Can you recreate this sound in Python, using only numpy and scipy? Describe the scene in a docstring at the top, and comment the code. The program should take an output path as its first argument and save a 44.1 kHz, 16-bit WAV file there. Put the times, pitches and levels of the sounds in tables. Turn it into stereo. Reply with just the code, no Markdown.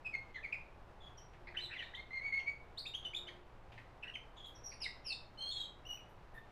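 """A quiet room rumbles, hisses and hums; at once two short peeps open a small finch's soft warble.
It rambles on in chirps, rasps and whistled slides, while beak and claws tick on its wire cage.
The notes come from trembling membranes in the bird's voice box, whose two sides can sound at once:
near the end they hold a two-note wheeze, before a drawn-out whistle. The walls ring briefly."""
import sys
import numpy as np
from scipy import signal
from scipy.fft import rfft, irfft
from scipy.io import wavfile

SR = 44100
rng = np.random.default_rng(int(sys.argv[2]) if len(sys.argv) > 2 else 0)


def output_pcm(signal):
    """Save a mono or channel-first signal as 16-bit PCM at the path in sys.argv[1].

    Samples are clipped to [-1, 1] before scaling.
    """
    pcm = np.clip(np.atleast_2d(signal).T, -1, 1) * 32767
    wavfile.write(sys.argv[1], SR, np.round(pcm).astype(np.int16))


N = 287091
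T = np.arange(N) / SR
FREQS = np.arange(N // 2 + 1) * SR / N


def undb(db):
    """Turn decibels into a gain."""
    return 10 ** (np.asarray(db) / 20)


def unit(x):
    """Scale to an average strength (rms) of 1."""
    return x / np.sqrt(np.mean(x ** 2))


def wander(count, rate):
    """A smooth random wobble of strength 1 that changes about rate times a second."""
    size = count + SR // 4
    hz = np.arange(size // 2 + 1) * SR / size
    spectrum = rfft(rng.standard_normal(size)) * np.exp(-(hz / rate) ** 2)
    return unit(irfft(spectrum, size))[:count]


def shaped_noise(gain_at, count):
    """Two unrelated noises of strength 1, coloured by gain_at(Hz)."""
    hz = np.maximum(np.arange(count // 2 + 1) * SR / count, 1)
    return unit(irfft(rfft(rng.standard_normal((2, count))) * gain_at(hz), count))


def add(out, start, sound):
    """Mix a sound in, start seconds from the beginning."""
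    i = int(start * SR)
    out[:, i:i + sound.shape[1]] += sound[:, :N - i]


# the colour of still room air: f/Hz, relative level/dB
AIR_COLOUR = [(25, 3), (60, -6), (110, -6), (230, -15), (850, -12), (1500, -20), (2400, -26.5), (4000, -35),
              (8000, -47.5), (15000, -55.5)]

def air(level_db=-57.5, apart_hz=900, pan_db=-2.5, drift_db=0.63):
    """Steady rumble and hiss; left and right are alike in the bass, unrelated in the treble."""
    hz, db = np.transpose(AIR_COLOUR)
    shared, side = shaped_noise(lambda f: undb(np.interp(np.log(f), np.log(hz), db)), N)
    side = irfft(rfft(side) * np.clip(0.27 + FREQS / apart_hz / 2, 0, 1), N)
    pan = undb(np.array([[pan_db], [-pan_db]]) / 2)
    return np.array([shared + side, shared - side]) * pan * undb(level_db + drift_db * wander(N, 12))


# tones that hum throughout: f/Hz, level/dB
HUM_TONES = [(59.5, -69), (118.5, -73), (356, -79.5)]
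# low tones that come and go: peak t/s, half length/s, f/Hz, level/dB
HUM_SWELLS = [(1.56, 0.19, 355, -64.5), (3.272, 0.18, 356, -66), (3.773, 0.057, 116, -56.5)]

def hum(waver_db=1.5, slip_radians=.7):
    """A faint wavering hum, with a few low tones that swell out of it."""
    out = np.zeros(N)
    for hz, db in HUM_TONES:
        gain = undb(db + waver_db * wander(N, 12))
        out += gain * np.sin(2 * np.pi * hz * T + slip_radians * wander(N, 5.4))
    for peak, half_length, hz, db in HUM_SWELLS:
        swell = np.exp(-((T - peak) / half_length) ** 2)
        out += undb(db) * swell * np.sin(2 * np.pi * hz * T)
    return np.sqrt(2) * out


def whistle(hz, gain, octave_db, upper_db, rasp, waver=0.0087, step_db=-7, flutter_db=4, husk=0.054):
    """One side of the voice box: a nearly pure tone whose membrane trembles in pitch and strength."""
    count = len(hz)
    # a membrane that slaps hard enough to make strong overtones also runs hoarse
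    hoarse = undb(0.21 * (upper_db + 27.5))
    # on a weak push of air it barely holds its pitch
    hoarse *= np.clip(undb(-43) / gain.max(), 1, 2) ** .7
    hz = hz * (1 + waver * wander(count, 110) + rasp * hoarse * wander(count, 570))
    flutter = undb(flutter_db * wander(count, 75))
    roughness = 1 + husk * hoarse * wander(count, 2100)
    lag_s = [0, .000085]  # the sound reaches the left side first
    phase = 2 * np.pi * (np.cumsum(hz) / SR - np.outer(lag_s, hz))
    harmonic_db = [0, octave_db, upper_db, upper_db + step_db, upper_db + 2 * step_db]
    tone = sum(undb(db) * (k * hz < SR / 2) * np.sin(k * phase) for k, db in enumerate(harmonic_db, 1))
    return np.sqrt(2) * gain * flutter * roughness * tone


# the throat rings at one pitch and lifts an octave overtone that lands near it
THROAT_HZ, THROAT_WIDTH_OCTAVES, THROAT_LIFT_DB = 3924, 0.17, 15.5
# where a note starts and ends, above or below its middle pitch, as shares of its sweep
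FALL_BEND, RISE_BEND, ARCH_BEND = (0.493, -0.45), (-0.715, 0.29), (-1, -0.91)
SLUR_BEND, SCRATCH_BEND = (.34, -.636), (-.58, .42)

def note(length, middle_hz, db, sweep, bend, octave_db, upper_db,
         rasp=0.016, attack_share=.04, boost_db=2):
    """The pitch bends while one push of air swells and lets go; long notes swell more slowly."""
    progress = np.linspace(0, 1, int(length * SR))
    curve = np.polyfit([0, .5, 1], [bend[0], 0, bend[1]], 2)
    hz = middle_hz * 2 ** (sweep * np.polyval(curve, progress) / 12)
    attack_s, release_s = .008 + attack_share * length, .006
    edge = np.clip(np.minimum(progress / attack_s, (1 - progress) / release_s) * length, 0, 1)
    push = np.sin(edge * np.pi / 2) * (1 + 0.27 * (np.sin(np.pi * progress) - .5))
    if middle_hz > THROAT_HZ:  # a high slide is strongest nearest the throat's own pitch
        detune = np.log2(hz / THROAT_HZ) ** 2 - np.log2(middle_hz / THROAT_HZ) ** 2
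        push *= undb(-24 * detune)
    octave_miss = np.log2(2 * middle_hz / THROAT_HZ) / THROAT_WIDTH_OCTAVES
    lift_db = THROAT_LIFT_DB * np.exp(-octave_miss ** 2)
    return whistle(hz, push * undb(db + boost_db), octave_db + lift_db, upper_db, rasp)


# peeps: t/s, length/s, f/Hz, level/dB
PEEP_NOTES = [(.046, 0.036, 2553, -40), (0.128, 0.03, 2186, -42.5), (0.999, 0.091, 3384, -59),
              (1.173, 0.027, 5660, -53), (1.178, 0.023, 3065, -66.5), (3.042, 0.012, 3566, -38),
              (3.047, 0.021, 3005, -36), (4.076, 0.03, 2885, -47), (4.137, 0.025, 3120, -42),
              (4.362, .15, 3352, -55), (4.546, 0.025, 5690, -52), (4.638, 0.043, 5680, -45.5),
              (5.102, 0.029, 2660, -40), (6.342, 0.053, 1806, -62.5)]

def peeps(sag_semitones=.7):
    """Short notes whose pitch barely sags."""
    out = np.zeros((2, N))
    for start, length, hz, db in PEEP_NOTES:
        add(out, start, note(length, hz, db, sag_semitones, FALL_BEND, octave_db=-24, upper_db=-32))
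    return out


# hoarse scraps of song: t/s, length/s, f/Hz, level/dB
RASP_NOTES = [(.335, 0.049, 3260, -61), (1.468, 0.029, 2130, -46.5), (1.54, 0.031, 1740, -48),
              (1.58, 0.032, 2150, -48.5), (1.689, 0.065, 1740, -51), (2.388, 0.031, 2920, -52.5),
              (3.277, 0.025, 2070, -48.5), (4.024, 0.094, 1800, -55.5), (4.366, 0.024, 3410, -54),
              (4.444, 0.025, 3620, -53), (4.713, 0.032, 2280, -51.5), (4.701, 0.056, 4700, -57.5),
              (5.508, .032, 3620, -40), (5.56, 0.1, 3660, -54)]

def rasps(notes=RASP_NOTES, width_hz=280, octave_db=-16):
    """The voice box shakes unevenly: a rough band of noise and its octave, with no clear pitch."""
    out = np.zeros((2, N))
    for start, length, hz, db in notes:
        count = int(length * SR)
        band = lambda f: np.exp(-((f - hz) / width_hz) ** 2 / 2)
        rough = shaped_noise(lambda f: band(f) + undb(octave_db) * band(f / 2), count)
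        add(out, start, undb(db) * signal.windows.tukey(count) * rough)
    return out


# falling chirps: t/s, length/s, f/Hz, level/dB, sweep/semitones
FALL_NOTES = [(.343, 0.049, 1954, -48, 4.4), (0.428, 0.039, 2275, -44, 4), (0.523, 0.035, 2338, -41, 4.97),
              (5.967, 0.041, 2560, -57, 2.7)]

def falls():
    """Husky chirps that slide down evenly."""
    out = np.zeros((2, N))
    for start, length, hz, db, sweep in FALL_NOTES:
        chirp = note(length, hz, db, sweep, FALL_BEND, octave_db=-27.5, upper_db=-35.5, rasp=0.03)
        add(out, start, chirp)
    return out


# taps on the cage: t/s, level/dB, f/Hz
CAGE_TAPS = [(1.335, -58, 2010), (3.721, -54.5, 2600), (3.778, -49, 1990), (4.46, -64, 11700),
             (6.086, -71, 11800), (6.341, -64.5, 12000)]

def ticks(decay_s=0.023, sharpness=2.4):
    """Beak and claws scratch the wire and make it ring for an instant."""
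    out, t = np.zeros((2, N)), T[:SR // 10]
    for start, db, hz in CAGE_TAPS:
        ring = shaped_noise(lambda f: 1 / (1 + (sharpness * (f / hz - hz / f)) ** 2 / 2), len(t))
        add(out, start, undb(db) * np.exp(-t / decay_s) * ring)
    return out


# scratchy chatter: t/s, length/s, f/Hz, level/dB, sweep/semitones (plus is upward)
SCRATCH_NOTES = [(1.563, 0.024, 2963, -43, 4.5), (1.704, 0.055, 2680, -51.5, 4),
                 (1.734, 0.043, 2140, -48.5, -4.5), (1.767, 0.073, 2760, -48, -8),
                 (1.791, 0.042, 1928, -49, -3.5), (1.817, 0.061, 3670, -57, 0),
                 (1.934, .016, 1896, -48.5, 4), (1.945, 0.018, 3490, -40, 6), (4.024, 0.024, 2705, -48, -1),
                 (4.149, .016, 2440, -45, -9.5), (4.85, .034, 2053, -44, -4.5)]

def scratches():
    """Quick slides up and down, sung so hoarsely that the pitch frays."""
    out = np.zeros((2, N))
    for start, length, hz, db, sweep in SCRATCH_NOTES:
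        slide = note(length, hz, db, sweep, SCRATCH_BEND, octave_db=-27, upper_db=-33.5, rasp=.04)
        add(out, start, slide)
    return out


# arching whistles: t/s, length/s, f/Hz, level/dB, sweep/semitones
ARCH_NOTES = [(1.588, .081, 4090, -48, 4), (1.967, 0.041, 2124, -49, 0.41), (2.106, 0.099, 2128, -44, 0.94),
              (2.208, .094, 2240, -43.5, 0.71), (2.318, 0.0884, 2203, -39, 0.8),
              (2.461, 0.0505, 2280, -40.5, 0.83)]

def arches():
    """Longer, purer whistles that rise and sink back."""
    out = np.zeros((2, N))
    for start, length, hz, db, sweep in ARCH_NOTES:
        arch = note(length, hz, db, sweep, ARCH_BEND, octave_db=-24.5, upper_db=-34.5, rasp=0.014)
        add(out, start, arch)
    return out


# rising chirps: t/s, length/s, f/Hz, level/dB, sweep/semitones, lead-in level/dB relative to the chirp
RISE_NOTES = [(2.771, .031, 4290, -42.5, 7.4, -19), (2.861, .02, 3680, -39.5, 2.2, -8),
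              (2.934, 0.032, 3200, -44.5, 4.4, -24), (3.141, 0.038, 3607, -42, 2.64, -3),
              (3.267, 0.028, 3160, -51.5, 2.9, -22)]

def rises(ahead_s=0.0079, lead_length_s=0.01435, lead_ratio=.68, lead_semitones=3.9):
    """Bright chirps that shoot up and level off, each led in by a flick of the lower voice."""
    out = np.zeros((2, N))
    for start, length, hz, db, sweep, lead_db in RISE_NOTES:
        chirp = note(length, hz, db, sweep, RISE_BEND, octave_db=-20.5, upper_db=-27.5, rasp=0.02)
        lead = note(lead_length_s, hz * lead_ratio, db + lead_db, lead_semitones, RISE_BEND,
                    octave_db=-22, upper_db=-21.5)
        add(out, start, chirp)
        add(out, start - ahead_s, lead)
    return out


# long, high downward slides: t/s, length/s, level/dB
SLUR_NOTES = [(4.803, .05, -39.5), (5.041, .095, -43.5)]

def slurs(hz=4837, sweep_semitones=8.7, rasp_s=0.073, rasp_hz=2730, rasp_db=-10.5):
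    """One side of the voice box sweeps down ever faster while the other rasps below it."""
    out = rasps([(start, rasp_s, rasp_hz, db + rasp_db) for start, _, db in SLUR_NOTES])
    for start, length, db in SLUR_NOTES:
        slide = note(length, hz, db, sweep_semitones, SLUR_BEND,
                     octave_db=-19.5, upper_db=-42, rasp=0.014, attack_share=0.03)
        add(out, start, slide)
    return out


def held_note(curve, octave_db, upper_db, step_db):
    """A long, steadier note that follows a curve of pitch and level."""
    out = np.zeros((2, N))
    times, hz, db = np.transpose(curve)
    t = np.arange(times[0], times[-1], 1 / SR)
    pitch = np.interp(t, times, hz)
    gain = undb(np.interp(t, times, db)) * signal.windows.tukey(len(t), .06)
    add(out, times[0], whistle(pitch, gain, octave_db, upper_db, 0.0049, waver=0.0058, step_db=step_db))
    return out


# the wheeze, one curve for each side of the voice box: t/s, f/Hz, level/dB
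LOW_VOICE = [(5.37, 2995, -57), (5.416, 3146, -50), (5.544, 3362, -50.5), (5.626, 3250, -44.5),
             (5.646, 3134, -53), (5.67, 3120, -59)]
HIGH_VOICE = [(5.37, 3946, -71), (5.386, 4301, -52), (5.414, 4145, -53), (5.492, 4287, -46.5),
              (5.562, 4219, -52.5), (5.576, 3657, -50), (5.602, 3902, -48.5), (5.618, 3800, -40.5),
              (5.67, 3768, -79)]

def wheeze(low_boost_db=3, high_boost_db=4.5):
    """Both sides of the voice box hold their own pitch and beat against each other."""
    overtones = dict(octave_db=-21, upper_db=-33, step_db=-10)
    low = undb(low_boost_db) * held_note(LOW_VOICE, **overtones)
    high = undb(high_boost_db) * held_note(HIGH_VOICE, **overtones)
    return low + high


# the path of the closing whistle: t/s, f/Hz, level/dB
CLOSING_CURVE = [(5.85, 2690, -62), (5.858, 2783, -55), (5.87, 2975, -51), (5.886, 2936, -51),
                 (5.908, 2880, -39.5), (5.936, 2879, -51), (5.946, 2990, -45.5), (5.975, 2840, -62)]

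def closing_whistle(boost_db=1):
    """One drawn-out note with stronger overtones."""
    return undb(boost_db) * held_note(CLOSING_CURVE, octave_db=-9.5, upper_db=-30, step_db=4.5)


# each pitch sounds louder on one side, left or right: f/Hz, left minus right level/dB
SIDE_BALANCE = [(1800, -9.5), (2200, -4.5), (2650, 20), (3200, -6), (4200, 10), (5700, 21), (8000, 26.5),
                (12000, -41)]

def direct_sound(x, beam_hz=6500):
    """Share the sound between left and right; the beak aims the treble past both, at the walls."""
    hz, db = np.transpose(SIDE_BALANCE)
    ratio = undb(np.interp(FREQS, hz, db))
    balance = np.sqrt(2 / (1 + np.array([1 / ratio, ratio]) ** 2))
    return irfft(rfft(x) * balance / (1 + (FREQS / beam_hz) ** 2), N)


# how long the room rings: f/Hz, time to fade by 60 dB/s
RING_TIMES = [(2000, 0.38), (4000, 0.34), (12000, 0.2)]

def room_echo(x, level_db=-5, gap_s=.005):
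    """Many quick echoes from the walls, different left and right; the treble dies first."""
    t = T[:int(.6 * SR)]
    hz, ring_times = np.transpose(RING_TIMES)
    noise = rfft(rng.standard_normal((2, len(t))))
    f = np.arange(noise.shape[1]) * SR / len(t)
    echo = 0
    for share, ring_s in zip(np.eye(len(hz)), ring_times):
        band = irfft(noise * np.interp(f, hz, share), len(t))
        fade = (t > gap_s) * undb(-60 * t / ring_s)
        echo += band * fade / np.linalg.norm(fade)
    return undb(level_db) * signal.fftconvolve(x, echo, axes=1)[:, :N]


def scene():
    """The bird and its cage, heard directly and off the walls, over the room's background."""
    background = air() + hum()
    bird = peeps() + rasps() + falls() + ticks() + scratches() + arches() + rises() + slurs()
    bird += wheeze() + closing_whistle()
    return background + direct_sound(bird) + room_echo(bird)


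def record(dry, top_hz=15150):
    """Cut off the highest treble steeply."""
    return signal.sosfilt(signal.ellip(10, .2, 70, top_hz, fs=SR, output="sos"), dry)


dry = scene()
out = record(dry)
output_pcm(out)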